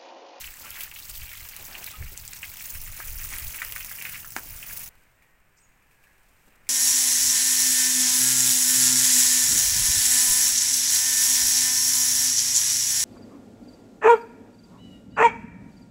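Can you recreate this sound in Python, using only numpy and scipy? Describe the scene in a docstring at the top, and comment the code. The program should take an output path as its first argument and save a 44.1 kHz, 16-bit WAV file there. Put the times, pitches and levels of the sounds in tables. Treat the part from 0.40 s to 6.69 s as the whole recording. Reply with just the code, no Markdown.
"""A hose sprays a bull in a farmyard: mist fizzes on its hide, run-off patters and plops into the mud.
Drops crack close by, trapped air rings in a puddle, hooves thud and one wet slap lands.
Wind buffets the microphone and a far engine throbs with its low firing harmonics.
Then the scene switches to a quiet paddock: leaves hiss, a cow tugs at cut grass and snaps stalks,
two faint whistles carry from far off and a small bird chirps once."""
import sys
import numpy as np
from scipy import signal
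from scipy.fft import rfft, irfft, next_fast_len
from scipy.io import wavfile
from scipy.ndimage import map_coordinates

SR = 44100
rng = np.random.default_rng(int(sys.argv[2]) if len(sys.argv) > 2 else 0)


def generate_wav(signal):
    """Clip the signal to [-1, 1] and save it as 16-bit WAV at the path in sys.argv[1]."""
    frames = np.transpose(np.atleast_2d(signal))
    scaled = np.clip(frames, -1, 1) * 32767
    pcm = np.round(scaled).astype(np.int16)
    wavfile.write(sys.argv[1], SR, pcm)


N = 277389

SWITCH_S, TOP_HZ = 4.491, 15830

# Table levels are relative within each layer.
# Jet on the hide. Each row: time in seconds, level in dB.
JET_DB = [(0.0, -40.5), (0.12, -45), (0.35, -44), (0.42, -36), (0.5, -51), (0.6, -42), (1.42, -45),
          (1.48, -40.5), (1.57, -47), (2.12, -42), (2.27, -39), (2.55, -42), (2.95, -37), (3.62, -41),
          (3.9, -44.5), (4.25, -42.5), (4.36, -36.5), (4.48, -41.5)]
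# Jet direction. Each row: time in seconds, aim from 0 (fanned over the flank) to 1 (at leg and neck).
JET_AIM = [(0, 0), (2.18, 0), (2.32, 1), (4.47, 1)]
# Spray spectra, fanned and aimed. Each row: frequency in Hz, gain in dB.
FANNED_MIST_EQ = [(5000, -41), (9000, -13.5), (11000, -7.5), (12500, -2), (14200, -5.5), (15200, 3.5),
                  (15800, 0.5)]
FANNED_SPATTER_EQ = [(1500, -13), (2800, -3), (3800, -2.5), (4600, -0.5), (6400, 2), (7500, 2), (8200, 4.5),
                     (9000, -5), (12000, -13), (15800, -27)]
AIMED_MIST_EQ = [(5000, -33), (8500, -8.5), (10500, -0.5), (12500, 0), (14200, 2), (15200, 12), (15650, 4)]
AIMED_SPATTER_EQ = [(1500, -8.5), (2800, -6.5), (3800, -7.5), (5000, -0.5), (6400, 3), (8200, 2),
                    (9200, 1.5), (12000, -14), (15800, -21)]
# Yard echo. Each row: frequency in Hz, T60 in seconds.
YARD_T60_S = [(200, 0.25), (2000, 0.13), (5000, 0.035), (15000, 0.062)]
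# Run-off patter. Each row: time in seconds, level in dB.
RUNOFF_DB = [(0.0, -49.5), (0.32, -51.5), (0.41, -44.5), (0.5, -55), (1.02, -47.5), (1.22, -52.5),
             (1.36, -48), (1.72, -53), (2.06, -52), (2.75, -47.5), (2.93, -43), (3.07, -48), (3.2, -42.5),
             (3.55, -51), (3.67, -42.5), (3.9, -54), (4.35, -47.5), (4.48, -51.5)]
# Heavier pours. Each row: start in seconds, hold in seconds, level in dB.
POUR_SWELLS = [(.21, 0.086, -54), (.39, 0.023, -52), (1.19, 0.1, -54), (1.29, .13, -50.5),
               (1.45, 0.19, -57), (2.595, 0.0092, -48), (2.925, 0.02, -46.5), (3.15, 0.25, -60),
               (3.99, .05, -54.5), (4.28, .17, -59.5)]
# Run-off spectra. Each row: frequency in Hz, gain in dB.
PATTER_EQ = [(400, -58), (800, -17.5), (1200, -6), (1600, 0.5), (2300, 4.5), (2800, 2.5), (3400, -7),
             (5000, -9.5)]
DRUM_EQ = [(80, -28), (170, 3.5), (280, 2.5), (400, -0.5), (600, 2), (850, 6), (1200, 3), (2000, -10)]
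# Gusts. Each row: start in seconds, hold in seconds, level in dB.
GUST_SWELLS = [(.03, 0.063, -51), (.72, 0.12, -44.5), (.97, 0.068, -50), (1.19, 0.016, -52.5),
               (1.61, .025, -39), (1.71, 0.018, -47), (1.82, 0.025, -49), (2.34, 0.22, -46),
               (2.66, 0.28, -42.5), (3.05, 0.024, -38), (3.27, 0.17, -52.5), (4.11, 0.018, -42),
               (4.32, .08, -54)]
# Wind spectra. Each row: frequency in Hz, gain in dB.
EDDY_EQ = [(6, -11.5), (20, 2.5), (40, -5.5), (55, -17), (90, -33), (200, -66)]
BUFFET_EQ = [(30, -16), (55, 2.5), (75, -0.5), (110, -5.5), (150, -13), (220, -28), (400, -66), (900, -89)]
# Far engine. Each row: time in seconds, level in dB.
ENGINE_DB = [(0, -69), (2, -60), (3.4, -63.5), (3.75, -55.5), (4.1, -61), (4.45, -56.5)]
# Engine harmonics. Each row: multiple of the firing rate, level in dB.
HARMONICS_DB = [(3, -20), (4, -7), (5, 3), (6, -4.5), (7, -5), (8, -6), (9, -10.5), (10, -6.5), (12, -12.5)]
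# Sharp drops close by, fat drops in mud. Each row: time in seconds, level in dB, pitch in Hz.
SHARP_DROPS = [(0.0098, -25, 11800), (0.306, -22, 12400), (0.4095, -18, 12520.0), (0.5144, -29.0, 13520.0),
               (0.5399, -26, 15080.0), (0.6973, -23, 8560), (0.9735, -27, 13190.0), (1.0892, -22, 14200),
               (1.1654, -21.5, 11800), (1.4436, -19, 11400), (1.7763, -20, 7000), (1.8522, -23.5, 14990.0),
               (1.8786, -21.5, 7550), (1.934, -21.5, 7250), (2.1716, -24, 14890.0), (2.4158, -22, 11920.0),
               (2.6527, -25, 13980.0), (2.9613, -19.5, 10280.0), (2.985, -17, 11880.0),
               (3.2492, -15.5, 13700), (3.3233, -16.5, 13600), (3.4475, -17.5, 14940.0),
               (3.6239, -18, 12400), (4.2726, -32, 15250.0), (4.3297, -22, 14980.0), (4.3745, -19.5, 11700)]
FAT_DROPS = [(0.0436, -27, 2760), (0.0757, -31, 2530), (0.3144, -33, 2920), (0.3706, -30.5, 1920.0),
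             (0.4067, -26.5, 2670), (0.5151, -30.5, 2590.0), (0.5614, -29.5, 2830), (0.8188, -31.5, 2620),
             (0.9163, -33, 2150), (1.3523, -25.5, 2560.0), (1.4748, -30, 2470), (1.6256, -32.0, 1940),
             (1.9301, -33, 2340), (2.0312, -22, 2440), (2.0431, -28, 2250), (2.2088, -31.5, 2220),
             (2.6029, -28.5, 1600), (2.9264, -29, 1990), (2.9377, -25, 2070.0), (3.1454, -28.5, 2240),
             (3.1876, -30.0, 2350.0), (3.219, -17.5, 1930), (3.3234, -28.5, 2720.0), (3.3621, -25, 1880),
             (3.4074, -26, 2500), (3.5131, -30, 1810), (3.5869, -29.5, 2410.0), (3.6136, -26.5, 2320),
             (3.6528, -21.5, 2300), (3.6687, -29, 1930), (3.6956, -34, 2430), (3.7556, -29.5, 2120),
             (3.8468, -32.5, 1450), (4.2288, -27.5, 2590.0)]
# Puddle bubbles. Each row: start in seconds, level in dB, pitch in Hz, T60 in seconds.
BUBBLE_RINGS = [(0.237, -46.5, 1343, 0.22), (0.253, -38, 1150, 0.044), (0.276, -61, 1390, 0.092),
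                (1.536, -39.5, 1252, 0.092)]
# Hooves on soft ground. Each row: start in seconds, level in dB, band reference in Hz.
HOOF_STEPS = [(1.189, -36, 520), (1.611, -36, 383), (1.715, -37, 334), (4.056, -39, 306), (6.069, -46, 219),
              (6.07, -49, 620)]
# Slap and after-splashes. Each row: start in seconds, level in dB.
SLAP_HITS = [(3.9648, -9), (3.9662, -17.5), (3.9678, -21), (3.9783, -36), (3.9853, -21), (3.987, -25)]
# Slap spectrum. Each row: frequency in Hz, gain in dB.
SLAP_EQ = [(100, -23), (230, -1), (310, 3.5), (450, -6.5), (620, -13), (850, 5), (1120, -2.5), (1500, 5),
           (2200, -1.5), (3500, -16.5), (6000, -10.5), (15800, -20)]
# Paddock air. Each row: time in seconds, land murmur in dB, leaf hiss in dB.
AIR_DB = [(4.54, -62.5, -70), (4.75, -66, -73.5), (4.86, -64, -75), (5.02, -66, -76), (5.45, -65, -74),
          (5.65, -63.5, -72.0), (6.0, -64, -69.5), (6.28, -61.5, -74)]
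# Paddock spectra. Each row: frequency in Hz, gain in dB.
LAND_EQ = [(10, 2), (22, -2), (54, -7), (75, -12.5), (110, -13), (150, -13.5), (300, -21), (600, -20.5),
           (1000, -20), (1250, -21), (1650, -18), (2000, -19.5), (2500, -19.5), (2850, -25), (3200, -32),
           (3800, -40), (5000, -46)]
LEAF_EQ = [(2000, -2), (3200, -1), (4500, -1.5), (6500, -1), (8300, 3), (9500, -3.5), (12000, -2.5),
           (14000, 2), (15600, -2)]
# Pulled grass. Each row: start in seconds, hold in seconds, level in dB.
RUSTLE_SWELLS = [(4.58, .02, -71), (4.83, 0.07, -74), (5.515, .035, -70), (5.635, .012, -66),
                 (6.065, .025, -70), (6.245, .045, -71)]
# Far whistles. Each row: start in seconds, length in seconds, pitch in Hz, level in dB.
WHISTLE_NOTES = [(4.74, .26, 1880, -68), (5.48, 0.41, 1670, -67.5)]
# Snapping stalks. Each row: start in seconds, level in dB, pitch in Hz.
STALK_SNAPS = [(4.822, -52, 2210), (5.423, -55, 2350), (5.511, -54, 2380), (5.639, -51.5, 2460),
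               (5.67, -52, 1680), (5.711, -59, 1690), (6.072, -61, 1510), (6.123, -54.5, 2600),
               (6.268, -47.5, 2220)]
# Bird chirp. Each row: start and length in seconds, first, middle and last pitch in Hz, level in dB.
CHIRP_STROKES = [(5.166, .009, 6440, 7700, 9300, -66), (5.17, 0.017, 4400, 6900, 9000, -60),
                 (5.182, .015, 4300, 6140, 8300, -58.5), (5.2, 0.028, 8250, 8160, 7200, -60),
                 (5.223, 0.046, 7100, 6680, 6750, -61.5)]


def amp(db):
    return 10 ** (np.asarray(db) / 20)


def unit_rms(x):
    return x / np.sqrt(np.mean(x ** 2) + 1e-20)


def at_hz(points, hz):
    """Interpolate (Hz, value) points on a log axis."""
    knots_hz, values = np.transpose(points)
    return np.interp(np.log(hz + 1), np.log(knots_hz + 1), values)


def curves(rows):
    """Per-sample curve for each column after the time."""
    times_s, *columns = np.transpose(rows)
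    return [np.interp(np.arange(N) / SR, times_s, column) for column in columns]


def wobble(rate_hz):
    """Smooth random curve."""
    knots = rng.standard_normal(int(N * rate_hz / SR) + 4)
    return map_coordinates(knots, [np.arange(N) * rate_hz / SR])


def swells(rows, attack_s, release_s):
    """Envelope of events that rise up to their start, hold and decay; energies add."""
    t = np.arange(N) / SR
    events = []
    for start_s, hold_s, db in rows:
        rise = np.clip((t - start_s) / attack_s + 1, 0, 1)
        fall = np.exp(-np.maximum(t - start_s - hold_s, 0) / release_s)
        events.append(amp(db) * rise * fall)
    return np.linalg.norm(events, axis=0)


def add(track, start_s, sound):
    i = int(np.clip(round(start_s * SR), 0, N))
    track[i:i + len(sound)] += sound[:N - i]


def filtered(x, gain):
    """Apply gain(hz) by FFT."""
    size = next_fast_len(N + 8192)
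    return irfft(rfft(x, size) * gain(np.fft.rfftfreq(size, 1 / SR)), size)[:N]


def equalised(x, eq):
    return filtered(x, lambda hz: amp(at_hz(eq, hz)))


def coloured(x, eq):
    return unit_rms(equalised(x, eq))


def impact(eq, size=1024):
    """Minimum-phase pulse with this spectrum, peak 1."""
    cepstrum = irfft(np.log(amp(at_hz(eq, np.fft.rfftfreq(size, 1 / SR)))))
    pulse = irfft(np.exp(rfft(2 * cepstrum * (np.arange(size) < size // 2))))
    return pulse / np.abs(pulse).max()


def shower(rate_hz, spread_db, decay_s):
    """Envelope of random, uneven, decaying hits, rms 1."""
    landed = rng.random(N) < rate_hz / SR
    energy = landed * amp(spread_db * np.clip(rng.standard_normal(N), -2, 2)) ** 2
    return unit_rms(np.sqrt(signal.lfilter([1], [1, -np.exp(-1 / (decay_s * SR))], energy)))


def droplet(hz, cycles, glide):
    """Rising wave packet that peaks after the given cycles."""
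    u = np.arange(0, 3, hz / cycles / SR)
    swell = u ** 2 * np.exp(1 - u ** 2)
    return swell * np.sin(2 * np.pi * (cycles * (u + glide * (u - 1) ** 2) + rng.random()))


def specks(count, low_hz, high_hz, range_db):
    """Scattered droplets of random pitch, few of them loud; rms 1."""
    out = np.zeros(N)
    for when, pitch, softness in rng.random((count, 3)):
        hz = low_hz * (high_hz / low_hz) ** pitch
        speck = droplet(hz, cycles=3.43, glide=0.035)
        add(out, when * N / SR, amp(-range_db * np.sqrt(softness)) * speck)
    return unit_rms(out)


def echo(x, t60_s, delay_s):
    """Diffuse echo; drifts between two noise tails at 1 Hz, as if the sources moved."""
    hz, t, noise = signal.stft(rng.standard_normal((2, SR // 2)), SR, nperseg=256)
    tails = signal.istft(noise * amp(-60 * t / at_hz(t60_s, hz)[:, None]), SR, nperseg=256)[1]
    delayed = np.pad(x, (int(delay_s * SR), 0))[:N]
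    turn = 2 * np.pi * np.arange(N) / SR
    return sum(signal.fftconvolve(delayed * share, tail / np.linalg.norm(tail))[:N]
               for share, tail in zip([np.cos(turn), np.sin(turn)], tails))


def spray():
    """The jet breaks into clumps of droplets; each bursts, coloured by what it hits."""
    jet_db, = curves(JET_DB)
    spatter_db = -47 + 0.86 * (jet_db - np.mean(JET_DB, axis=0)[1])
    turn = np.pi / 2 * curves(JET_AIM)[0]
    fanned, aimed = np.cos(turn) ** 2, np.sin(turn) ** 2
    clumps = amp((1.9 * fanned + 1.5 * aimed) * wobble(95))
    drops = shower(rate_hz=900, spread_db=4.5, decay_s=0.0026)
    fine = shower(rate_hz=1100, spread_db=10.5, decay_s=0.00046)
    noise = rng.standard_normal((3, N))
    small_specks = specks(count=3000, low_hz=9150, high_hz=15200, range_db=6)
    large_specks = specks(count=4000, low_hz=2734, high_hz=9470, range_db=28.5)
    small = clumps * (drops * noise[0] + 1.33 * fine * noise[1] + 0.53 * small_specks)
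    large = clumps * (drops * noise[2] + 0.5 * large_specks)
    mist = fanned * coloured(small, FANNED_MIST_EQ) + aimed * coloured(small, AIMED_MIST_EQ)
    spatter = fanned * coloured(large, FANNED_SPATTER_EQ)
    spatter += amp(-0.5) * aimed * coloured(large, AIMED_SPATTER_EQ)
    return amp(jet_db + 2.57) * mist + amp(spatter_db) * spatter


def lulls(depth_db=-2.5, length_s=0.038):
    """Spray gain: it thins while the water of each sharp drop gathers."""
    t = np.arange(N) / SR
    gaps = [np.sin(np.pi * np.clip((time_s - t) / length_s, 0, 1)) for time_s, _, _ in SHARP_DROPS]
    return amp(depth_db * np.sqrt(np.abs(np.max(gaps, axis=0))))


def runoff():
    """Small drops patter on wet ground; heavier water drums beneath."""
    patter_db, = curves(RUNOFF_DB)
    taps = specks(count=2500, low_hz=895, high_hz=3330, range_db=18.5)
    wash = shower(rate_hz=960, spread_db=5.5, decay_s=0.003) * rng.standard_normal(N)
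    patter = coloured(amp(2.3 * wobble(60)) * (wash + 0.26 * taps), PATTER_EQ)
    drum = shower(rate_hz=430, spread_db=0.5, decay_s=0.0042) * rng.standard_normal(N)
    pour = np.hypot(amp(-60), swells(POUR_SWELLS, attack_s=0.015, release_s=0.01))
    return amp(patter_db + 0.2) * patter + pour * coloured(drum, DRUM_EQ)


def wind():
    """Breeze and gusts roll slow eddies over the microphone and buffet it."""
    strength = np.hypot(amp(-58.5), swells(GUST_SWELLS, attack_s=0.042, release_s=0.036))
    eddies = coloured(rng.standard_normal(N), EDDY_EQ)
    buffet = coloured(rng.standard_normal(N) * amp(3.3 * wobble(25.3)), BUFFET_EQ)
    return strength * (amp(2) * eddies + amp(-2) * buffet)


def engine(firing_hz=21.6):
    """Only the low firing harmonics of a far engine arrive."""
    phase = 2 * np.pi * np.cumsum(firing_hz * (1 + 0.00731 * wobble(3.1))) / SR
    hum = sum(amp(db + 1.3 * wobble(2.7)) * np.sin(order * phase + 2 * np.pi * rng.random())
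              for order, db in HARMONICS_DB)
    return amp(curves(ENGINE_DB)[0]) * unit_rms(hum)


def cracks(cycles=4):
    """A fast drop bursts in about a millisecond and scatters mist."""
    out, t = np.zeros(N), np.arange(SR // 50) / SR
    scatter = 0.21 * np.exp(-t / 0.0018) + 0.069 * np.exp(-t / 0.0038)
    for time_s, db, hz in SHARP_DROPS:
        hz = min(hz, 14800)
        add(out, time_s - cycles / hz, amp(db - 2.4) * droplet(hz, cycles, glide=0.18))
        add(out, time_s - 0.0008, amp(db) * scatter * rng.standard_normal(len(t)))
    return equalised(out, [(300, -8), (2000, -9), (5000, 0.5)])


def stray_drops(count):
    """Random lesser drops that follow the run-off level; rows as in FAT_DROPS."""
    times_s = rng.uniform(0, SWITCH_S, count)
    size, pitch = rng.standard_normal((count, 2)).T
    levels_db = np.interp(times_s, *np.transpose(RUNOFF_DB)) + 13.5 + 1.5 * size
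    return list(zip(times_s, levels_db, 2580 * 2 ** (0.14 * pitch)))


def plops(cycles=2, max_flight_s=0.014):
    """A fat drop opens a brief cavity in the mud; its splash falls back."""
    out, splash, t = np.zeros(N), np.zeros(N), np.arange(SR // 25) / SR
    for time_s, db, hz in list(FAT_DROPS) + stray_drops(count=14):
        plop = amp(db + 0.1) * droplet(hz, cycles, glide=0.1)
        add(out, time_s - cycles / hz, plop)
        add(out, time_s + rng.uniform(0.001, 0.0025), 0.65 * plop)  # ground reflection
        for flight, pitch in rng.random((3, 2)):
            rebound = droplet(hz * 2 ** (pitch - 0.6), cycles, glide=0.12)
            add(out, time_s + max_flight_s * flight, amp(db - 12) * rebound)
        add(splash, time_s, amp(db - 16) * np.exp(-t / 0.0079) * rng.standard_normal(len(t)))
    return out + equalised(splash, [(500, -24), (1400, 1), (2700, 9), (3600, 3.5), (12000, -7)])


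def bubbles():
    """Trapped air rings, rising slightly in pitch."""
    out, t = np.zeros(N), np.arange(SR // 6) / SR
    for start_s, db, hz, t60_s in BUBBLE_RINGS:
        envelope = amp(db - 60 * t / t60_s) * (1 - np.exp(-t / 0.0028))
        add(out, start_s, envelope * np.sin(2 * np.pi * hz * t * (1 + 0.22 * t)))
    return out


def hooves():
    """A hoof presses into soft earth with a dull thud."""
    out, t = np.zeros(N), np.arange(SR // 8) / SR
    envelope = (1 - np.exp(-t / 0.0061)) * np.exp(-t / 0.016)
    for start_s, db, hz in HOOF_STEPS:
        band = signal.butter(2, [0.38 * hz, 1.47 * hz], "band", fs=SR)
        earth = signal.lfilter(*band, rng.standard_normal(len(t)))
        add(out, start_s, amp(db - 9) * unit_rms(earth) * envelope)
    return out


def slap():
    """One flat wet smack, smaller splashes and a dying slosh."""
    blows, t = np.zeros(N), np.arange(SR // 12) / SR
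    for start_s, db in SLAP_HITS:
        add(blows, start_s, amp([db + 0.5]))
    slosh = amp(-40) * np.exp(-t / 0.019) * rng.standard_normal(len(t))
    add(blows, SLAP_HITS[0][0], slosh)
    return signal.fftconvolve(blows, impact(SLAP_EQ))[:N]


def paddock_air():
    """Distant land murmurs, leaves hiss, straw crackles."""
    land_db, leaf_db = curves(AIR_DB)
    land = amp(land_db + 3.5 + 0.38 * wobble(12)) * coloured(rng.standard_normal(N), LAND_EQ)
    crackle = shower(rate_hz=300, spread_db=10, decay_s=0.0015) * amp(0.79 * wobble(14))
    straw = crackle * rng.standard_normal(N)
    return land + amp(leaf_db + 3.5) * coloured(rng.standard_normal(N) + 0.5 * straw, LEAF_EQ)


def grazing():
    """Pulled grass rustles; stalks snap with a dull, echoing tick."""
    blades = shower(rate_hz=1700, spread_db=4, decay_s=0.0008) * rng.standard_normal(N)
    rustle = swells(RUSTLE_SWELLS, attack_s=0.012, release_s=0.014) * coloured(blades, LEAF_EQ)
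    snaps, t = np.zeros(N), np.arange(SR // 25) / SR
    for start_s, db, hz in STALK_SNAPS:
        add(snaps, start_s, amp(db + 2) * droplet(hz, cycles=3.4, glide=0.038))
        add(snaps, start_s, amp(db - 13) * np.exp(-t / 0.015) * rng.standard_normal(len(t)))
    return rustle + snaps + amp(-5.5) * echo(snaps, YARD_T60_S, delay_s=0.004)


def whistles():
    """Far tones, blurred by open land, fade in and out."""
    out, t = np.zeros(N), np.arange(N) / SR
    for start_s, length_s, hz, db in WHISTLE_NOTES:
        swell = np.sqrt(np.abs(np.sin(np.pi * np.clip((t - start_s) / length_s, 0, 1))))
        out += amp(db) * swell * np.sin(2 * np.pi * hz * t + 1.5 * wobble(70))
    return out


def bird():
    """A thin, quavering whistle flicks up three times, slides down and echoes among trees."""
    out = np.zeros(N)
    for start_s, length_s, *pitches_hz, db in CHIRP_STROKES:
        u = np.linspace(0, 1, int(length_s * SR))
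        glide_hz = np.polyval(np.polyfit([0, 0.5, 1], pitches_hz, 2), u)
        hz = glide_hz * (1 + 0.02 * wobble(400)[:len(u)])
        swell = np.sqrt(np.abs(np.sin(np.pi * u)))
        add(out, start_s, amp(db) * swell * np.sin(2 * np.pi * np.cumsum(hz) / SR))
    return out + amp(-6.5) * echo(out, t60_s=[(4000, 0.27), (8000, 0.57)], delay_s=0.0076)


def scene():
    """Yard, then a 2 ms crossfade to the paddock; hooves in both."""
    fizz = spray() * lulls() + cracks()
    splashes = plops() + bubbles()
    water = fizz + amp(-9.5) * echo(fizz, YARD_T60_S, delay_s=0.002)
    water += splashes + amp(-11) * echo(splashes, YARD_T60_S, delay_s=0.006)
    yard = water + slap() + runoff() + wind() + engine()
    paddock = paddock_air() + grazing() + bird() + whistles()
    in_yard = np.clip((SWITCH_S - np.arange(N) / SR) / 0.002 + 0.5, 0, 1)
    return (in_yard * yard + (1 - in_yard) * paddock + hooves())[None]


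def record(dry):
    """Brick-wall low-pass at TOP_HZ."""
    return filtered(dry[0], lambda hz: hz < TOP_HZ)[None]


dry = scene()
out = record(dry)
generate_wav(out)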